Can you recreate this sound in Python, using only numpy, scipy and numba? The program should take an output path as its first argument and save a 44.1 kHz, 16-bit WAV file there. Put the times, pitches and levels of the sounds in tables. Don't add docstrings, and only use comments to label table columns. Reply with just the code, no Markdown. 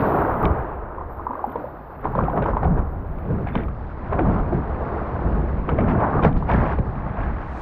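import sys
import numpy as np
from scipy import signal
from scipy.io import wavfile
from scipy.ndimage import uniform_filter1d
from numba import njit

SR = 44100
rng = np.random.default_rng(int(sys.argv[2]) if len(sys.argv) > 2 else 0)


def transcribe(u):
    v = np.clip(np.atleast_2d(u).T, -1, 1)
    q = np.round(v * 32767).astype(np.int16)
    wavfile.write(sys.argv[1], SR, q)


N = 335601

# time_s, rumble_db, slosh_db, wash_db, splash_db, fizz_db
CHURN = [(0, -36, -22.5, -20, -40, -60.5), (.22, -33, -26.5, -18, -58, -69),
         (.42, -33.5, -32.5, -20, -50.5, -80), (.8, -33, -42.5, -31.5, -58.5, -88),
         (1.17, -34, -49.5, -34.5, -68.5, -79), (1.35, -43.5, -47, -33.5, -77, -80.5),
         (1.59, -42.5, -38.5, -31.5, -58.5, -74), (1.9, -42, -47.5, -38.5, -62, -78),
         (2.02, -44, -34.5, -36, -52.5, -76), (2.2, -28, -33, -27.5, -52.5, -75),
         (2.6, -29, -35, -29, -63.5, -76), (2.94, -26.5, -46.5, -37, -58, -79),
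         (3.3, -29, -30.5, -36, -53, -75.5), (3.9, -29, -43, -38, -55.5, -72),
         (4.11, -28.5, -32, -33, -47.5, -70.5), (4.62, -28.5, -32, -30, -50, -71),
         (5.07, -29, -32, -26.5, -47.5, -67), (5.64, -24, -31, -33.5, -50, -70),
         (6.04, -30.5, -25, -22.5, -46, -76.5), (6.4, -27.5, -29.5, -36.5, -52, -72),
         (6.87, -27.5, -29, -32.5, -52.5, -69.5), (7.12, -30, -29.5, -30.5, -46, -72.5),
         (7.61, -36, -37.5, -31.5, -47, -64.5)]
# start_s, hold_s, rumble_db, slosh_db
HULL_HEAVES = [(.45, 0.016, -17.5, -24), (.57, .02, -26.5, -43.5), (2.07, .015, -24.5, -30.5),
               (2.17, 0.07, -31, -25), (2.36, .09, -33, -25.5), (2.5, 0.022, -21.5, -31.5),
               (2.65, 0.068, -22, -23.5), (2.78, 0.009, -17, -30), (2.98, 0.082, -24, -42),
               (3.3, 0.12, -36.5, -26), (3.56, 0.041, -35, -22), (4.17, 0.073, -25, -21),
               (4.27, .04, -27, -20.5), (4.33, 0.086, -23.5, -25.5), (4.535, 0.005, -30, -20.5),
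               (5.17, 0.0083, -29, -26.5), (5.27, 0.15, -23.5, -26.5), (5.715, 0.013, -28.5, -20),
               (5.79, 0.048, -29, -18), (5.89, .01, -23.5, -24), (5.94, 0.019, -31, -19),
               (6.17, 0.063, -25.5, -21.5), (6.25, 0.025, -23.5, -21), (6.36, .04, -21, -34),
               (6.52, 0.098, -18.5, -22), (6.8, .01, -21, -34), (7.18, 0.19, -24.5, -39.5)]
# start_s, hold_s, wash_db, splash_db, fizz_db
CHOP_BREAKS = [(.43, 0.014, -18.5, -53, -65), (.57, 0.16, -48, -56.5, -85), (2.045, 0.015, -25, -64, -75.5),
               (2.17, 0.042, -24.5, -52, -79), (2.365, 0.024, -21, -59, -73),
               (2.46, 0.04, -23.5, -59, -71.5), (2.63, 0.034, -25, -61, -71),
               (2.78, .01, -24.5, -53.5, -78), (3.472, 0.019, -33.5, -40, -81),
               (3.555, 0.05, -31, -40.5, -78), (4.128, .005, -19.5, -44, -72),
               (4.19, .005, -20, -39.5, -71), (4.25, 0.15, -25.5, -49.5, -73.5),
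               (4.53, 0.015, -29, -45.5, -70), (5.692, 0.0078, -26.5, -38.5, -72.5),
               (5.787, .005, -27, -39.5, -71.5), (5.885, 0.031, -20, -37, -67), (6.0, .19, -21, -54.5, -73),
               (6.234, 0.018, -17.5, -34, -57), (6.37, 0.0088, -38, -49, -64),
               (6.494, 0.05, -18.5, -34, -59.5), (6.57, 0.16, -22, -38, -66.5),
               (7.19, 0.056, -31, -43.5, -74)]
# pitch_hz, width_hz, level_db
HULL_NOTES = [(26.7, 13, -2), (51.5, 11, 0), (68.2, 13, 0.5)]
# pitch_hz, width_hz, level_db
SLOSH_NOTES = [(110, 63, 1), (157.4, 60, 0.5), (214.7, 33, -7)]
# time_s, boost_db
LARGE_BUBBLE_BOOST = [(0, 3.5), (.5, -0.5), (.9, -1), (1.4, 1), (1.9, -2), (2.6, -0.5), (3.2, -0.5),
                      (3.7, -1.5), (4.2, -0.5), (4.7, 1), (5.4, 0.5), (5.8, 1), (6.1, -5.5), (6.6, -3.5),
                      (7, -11), (7.61, -3.5)]
# start_s, level_db, pitch_hz, slap_db
BUBBLE_PLOPS = [(0.983, -21.5, 980, -69), (1.011, -20.5, 934, -58), (1.196, -23, 985, -60),
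                (1.268, -13, 918, -55), (1.298, -30.5, 247, -65), (1.308, -16.5, 906, -54),
                (1.334, -18.5, 950, -59), (1.354, -22.5, 1000, -61), (1.393, -24.5, 1030, -65),
                (1.442, -11, 773, -57), (1.476, -26.5, 236, -60), (1.494, -28, 966, -50),
                (1.556, -25, 450, -60), (1.558, -17, 886, -40), (1.642, -20.5, 533, -62),
                (2.046, -22, 400, -55), (2.055, -14.5, 880, -41.5), (2.152, -14, 935, -35),
                (2.181, -15, 520, -43), (2.19, -10, 1020, -43), (2.238, -18, 614, -38),
                (2.284, -14, 750, -49), (2.299, -18, 940, -48), (2.341, -18.5, 597, -54),
                (2.375, -13.5, 644, -34), (2.422, -22.5, 496, -31), (2.46, -16, 880, -38),
                (2.489, -17.5, 540, -48), (2.534, -16.5, 960, -48), (2.569, -11.5, 877, -37),
                (2.631, -17.5, 770, -41.5), (2.654, -13, 704, -45), (2.766, -20.5, 374, -43),
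                (3.305, -26, 448, -44), (3.47, -29.5, 740, -44), (3.553, -20.5, 505, -30),
                (3.683, -26.5, 1170, -50), (4.193, -13, 680, -34), (4.526, -17, 625, -50),
                (5.691, -16.5, 1150, -27.5), (5.768, -35, 805, -48), (5.787, -12.5, 607, -29),
                (6.153, -14, 386, -47), (6.193, -16.5, 1100, -45), (6.233, -15, 940, -26.5),
                (6.249, -16, 453, -28), (6.425, -20, 910, -43), (6.5, -18, 1000, -34),
                (6.786, -22, 410, -35)]
# start_s, level_db, first_pitch_hz, last_pitch_hz, decay_s
BOARD_KNOCKS = [(0.446, -15, 210, 60.3, 0.033), (0.501, -5, 128, 61, 0.012), (2.662, -12.5, 121, 70, 0.021),
                (2.701, -8.5, 217, 91.7, 0.037), (3.304, -11, 187, 90, 0.018),
                (3.559, -12.5, 262, 127, .02), (4.205, -13.5, 401, 171, .035),
                (6.256, -8, 228, 92.3, 0.031), (6.791, -4, 237, 90, 0.01)]
# start_s, level_db, brightness_db
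MOUNT_TICKS = [(0.43, -39, -11), (0.4546, -22.5, -4), (1.442, -60, 1), (1.5195, -48.5, -4),
               (2.0453, -41, -12), (2.185, -41, -10), (2.238, -42, -8), (2.3, -43, -9), (2.3785, -41, -12),
               (2.422, -43, -11), (2.434, -38, -13), (2.442, -35, -8), (2.4613, -42, -5), (2.5683, -41, -8),
               (2.632, -48, -6), (2.646, -38, -9.5), (2.7886, -44.5, -9), (3.186, -44.5, -10.5),
               (3.4723, -33, -18), (3.555, -28.5, -0.5), (3.577, -32, -20), (3.6355, -37, -12),
               (3.685, -46, -10), (4.1322, -35, -16), (4.191, -32, -19), (5.689, -36.5, -17.5),
               (5.787, -30, -21), (5.809, -33, -14), (6.0066, -36, -11), (6.2264, -38, -6),
               (6.237, -28, -2), (6.248, -24, -12), (6.329, -44, -2), (6.368, -49, -1), (6.4924, -35, -14),
               (6.516, -27, -6)]
# pitch_hz, level_db, ring_s (time to fade by 60 dB)
MOUNT_NOTES = [(2280, 5, 0.042), (2980, 2, 0.015), (3490, -13, 0.06)]
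# pitch_hz, level_db, decay_cycles, db_per_brightness_db
BRIGHT_NOTES = [(3030, -1, 3.5, 2.5), (3500, -6.5, 3.5, 1.5), (5200, -23.5, 3, 0.7)]
# time_s, level_db
SPRAY_HISS = [(0, -58), (.14, -60), (.42, -65.5), (.51, -70), (.86, -81), (1.07, -79), (1.13, -67),
              (1.21, -77.5), (1.52, -71), (1.56, -75), (1.62, -68), (1.74, -75.5), (2.35, -71.5),
              (2.52, -76.5), (3.63, -75.5), (3.7, -80), (3.78, -115)]
# start_s, level_db
SPRAY_SPITS = [(0.1188, -55), (0.2181, -52), (0.3862, -60), (0.4276, -46), (0.5847, -66), (1.355, -59),
               (1.4682, -59), (1.5016, -58), (1.5211, -54), (2.0085, -64), (2.0554, -63), (2.1192, -63),
               (2.3133, -63), (2.3612, -56)]
# time_s, level_db
END_HISS = [(7.3, -100), (7.42, -81), (7.61, -63)]


def water():
    heaves = surges(HULL_HEAVES, rise_db_s=301.5, fall_db_s=151)
    breaks = surges(CHOP_BREAKS, rise_db_s=900.5, fall_db_s=300.5)
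    rumble, slosh, wash, splash, fizz = np.hypot(gains(CHURN), heaves + breaks)
    foam_db = wander(35)
    low = rumble * drumming(HULL_NOTES, flicker_db=1.6, rate_hz=12)
    low += slosh * drumming(SLOSH_NOTES, flicker_db=1.1, rate_hz=13)
    mid = wash * undb(0.94 * foam_db) * gurgle()
    patter = swarm(1402, 4200, -15, 1.9, 3.0, count=16000)
    mid += splash * undb(0.27 * foam_db) * patter
    high = fizz * undb(foam_db) * unit(muffle(noise(2300, 4440), 6500))
    droplets = muffle(swarm(2800, 5500, -1.5, 1.0, 3.8, count=3000), 6000)
    high += 0.83 * breaks[2] * droplets
    gulps = swarm(200, 450, 0.5, 3.54, 4.3, count=900)
    low += undb(-8) * heaves[1] * gulps
    return muffle(low, 900) + muffle(mid, 2900) + high


def drumming(notes, flicker_db, rate_hz):
    return unit(sum(undb(db + flicker_db * wander(rate_hz)) * unit(noise(hz - width / 2, hz + width / 2, 1))
                    for hz, width, db in notes))


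def gurgle():
    large = swarm(263, 622, 3.6, 1.807, 3.2, count=3000) + unit(noise(270, 650))
    small = swarm(611, 1527, -2.0, 2.4, 5.4, count=7000) + 1.52 * unit(noise(600, 1227))
    return 0.5 * gains(LARGE_BUBBLE_BOOST)[0] * unit(large) + 0.58 * unit(muffle(small, 1796))


def plops():
    start_s, db, hz, slap_db = np.transpose(BUBBLE_PLOPS)
    cycles = 2.19 - .04 * (db + 18.5)
    sound = ping(start_s, hz, cycles, undb(db), glide=0.083)
    for late, detune in rng.random((len(start_s), 5, 2)).transpose(1, 2, 0):
        after_s = start_s + 0.0036 + 0.041 * late
        sound += ping(after_s, hz * (.85 + 0.32 * detune), cycles, undb(db - 8.5 - 17 * late), glide=0.16)
    spatter = swarm(500, 4000, -6, 1.4, 3, count=24000)
    spatter /= np.std(band(spatter, 1700, 3500))
    slaps = bursts(start_s, slap_db, decay_s=0.0059) * spatter
    return muffle(sound, 2100) + muffle(slaps, 2400)


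def knocks():
    start_s, db, first_hz, last_hz, decay_s = np.transpose(BOARD_KNOCKS)
    return muffle(tones(start_s, first_hz, last_hz, 0.004, decay_s, undb(db)), 840)


def ticks():
    start_s, db, bright_db = np.transpose(MOUNT_TICKS)
    sound = ping(start_s, hz=2250, cycles=1.7, size=undb(db), glide=0.014)
    for note_hz, note_db, ring_s in MOUNT_NOTES:
        hz = note_hz * (1 + 0.0063 * rng.standard_normal(len(start_s)))
        sound += tones(start_s, hz, hz, 8 / SR, ring_s / np.log(1000), undb(db + note_db - 16))
    bright = sum(ping(start_s, hz, cycles, undb(db + slope * bright_db + part_db), glide=0.014)
                 for hz, part_db, cycles, slope in BRIGHT_NOTES)
    return muffle(sound, 7200) + muffle(bright, 7000)


def squeak():
    whistle = tones([3.525], first_hz=3500, last_hz=3500, rise_s=0.04, decay_s=0.02, size=undb(-34))
    return undb(4.4 * wander(90)) * whistle


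def hiss():
    grains = rng.standard_normal(N) * undb(1.5 * wander(60))
    thin = unit(band(band(grains, 11520, 14200, order=4), 11800, 15000, order=1))
    thin += .2 * unit(band(grains, 13500, 16000, order=4))
    spits = bursts(*np.transpose(SPRAY_SPITS), decay_s=.003)
    return (gains(SPRAY_HISS)[0] + spits) * thin + gains(END_HISS)[0] * unit(noise(3000, 7000))


def swarm(lo_hz, hi_hz, tilt_db, cycles, scatter_db, count):
    when, pitch, chance, length = rng.random((count, 4)).T
    octaves = pitch * np.log2(hi_hz / lo_hz)
    rarity = np.minimum(-np.log(1 - chance), 4)
    size = undb(tilt_db * octaves + scatter_db * rarity)
    return unit(ping(when * N / SR, lo_hz * 2 ** octaves, cycles * (.5 + length), size, glide=0.091))


def ping(time_s, hz, cycles, size, glide):
    decay_s = np.maximum(cycles, .3) / hz
    crest = .2 ** .5 * .8 ** 2
    return tones(time_s - decay_s / 2, hz, hz * (1 + glide), decay_s / 2, decay_s, size / crest)


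def tones(start_s, first_hz, last_hz, rise_s, decay_s, size):
    columns = np.broadcast_arrays(start_s, first_hz, last_hz, rise_s, decay_s, size)
    return add_tones(np.column_stack(columns))


@njit
def add_tones(rows):
    out = np.zeros(N)
    for row in rows:
        start_s, first_hz, last_hz, rise_s, decay_s, size = row
        fade, grow = np.exp(-1 / (decay_s * SR)), np.exp(-1 / (rise_s * SR))
        i, phase, tail, onset = int(start_s * SR), 0., 1., 1.
        while i < N and tail > .004:
            if i >= 0:
                out[i] += size * tail * (1 - onset) ** 2 * np.sin(2 * np.pi * phase)
            phase += (last_hz + (first_hz - last_hz) * tail) / SR
            tail, onset, i = tail * fade, onset * grow, i + 1
    return out


def surges(table, rise_db_s, fall_db_s):
    start_s, hold_s, *levels_db = np.transpose(table)
    grid = np.arange(0, N, 32)
    age_s = grid / SR - start_s[:, None]
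    shape_db = np.minimum(rise_db_s * age_s, 0) - fall_db_s * np.maximum(age_s - hold_s[:, None], 0)
    power = undb(2 * np.array(levels_db)) @ undb(2 * shape_db)
    return [np.interp(np.arange(N), grid, np.sqrt(p)) for p in power]


def bursts(start_s, db, decay_s):
    kicks = np.zeros(N)
    np.add.at(kicks, (start_s * SR).astype(int), undb(db))
    return uniform_filter1d(signal.lfilter([1], [1, -np.exp(-1 / (decay_s * SR))], kicks), size=110)


def wander(rate_hz):
    hold = int(SR / rate_hz)
    steps = np.repeat(rng.standard_normal(N // hold + 1), hold)
    return unit(uniform_filter1d(uniform_filter1d(steps, hold), hold)[:N])


def gains(table):
    time_s, *levels_db = np.transpose(table)
    return [undb(np.interp(np.arange(N) / SR, time_s, db)) for db in levels_db]


def muffle(x, hz):
    return signal.sosfilt(signal.butter(3, hz, fs=SR, output="sos"), x)


def noise(lo_hz, hi_hz, order=2):
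    return band(rng.standard_normal(N), lo_hz, hi_hz, order)


def band(x, lo_hz, hi_hz, order=2):
    return signal.sosfilt(signal.butter(order, [lo_hz, hi_hz], "band", fs=SR, output="sos"), x)


def undb(db):
    return 10 ** (np.asarray(db) / 20)


def unit(x):
    return x / np.sqrt(np.mean(x ** 2))


def scene():
    sound = water() + plops() + ticks() + squeak() + knocks() + hiss()
    return (sound + undb(-91.5) * rng.standard_normal(N))[None]


def record(dry):
    return signal.sosfilt(signal.ellip(8, .2, 40, 15600, fs=SR, output="sos"), dry)


dry = scene()
out = record(dry)
transcribe(out)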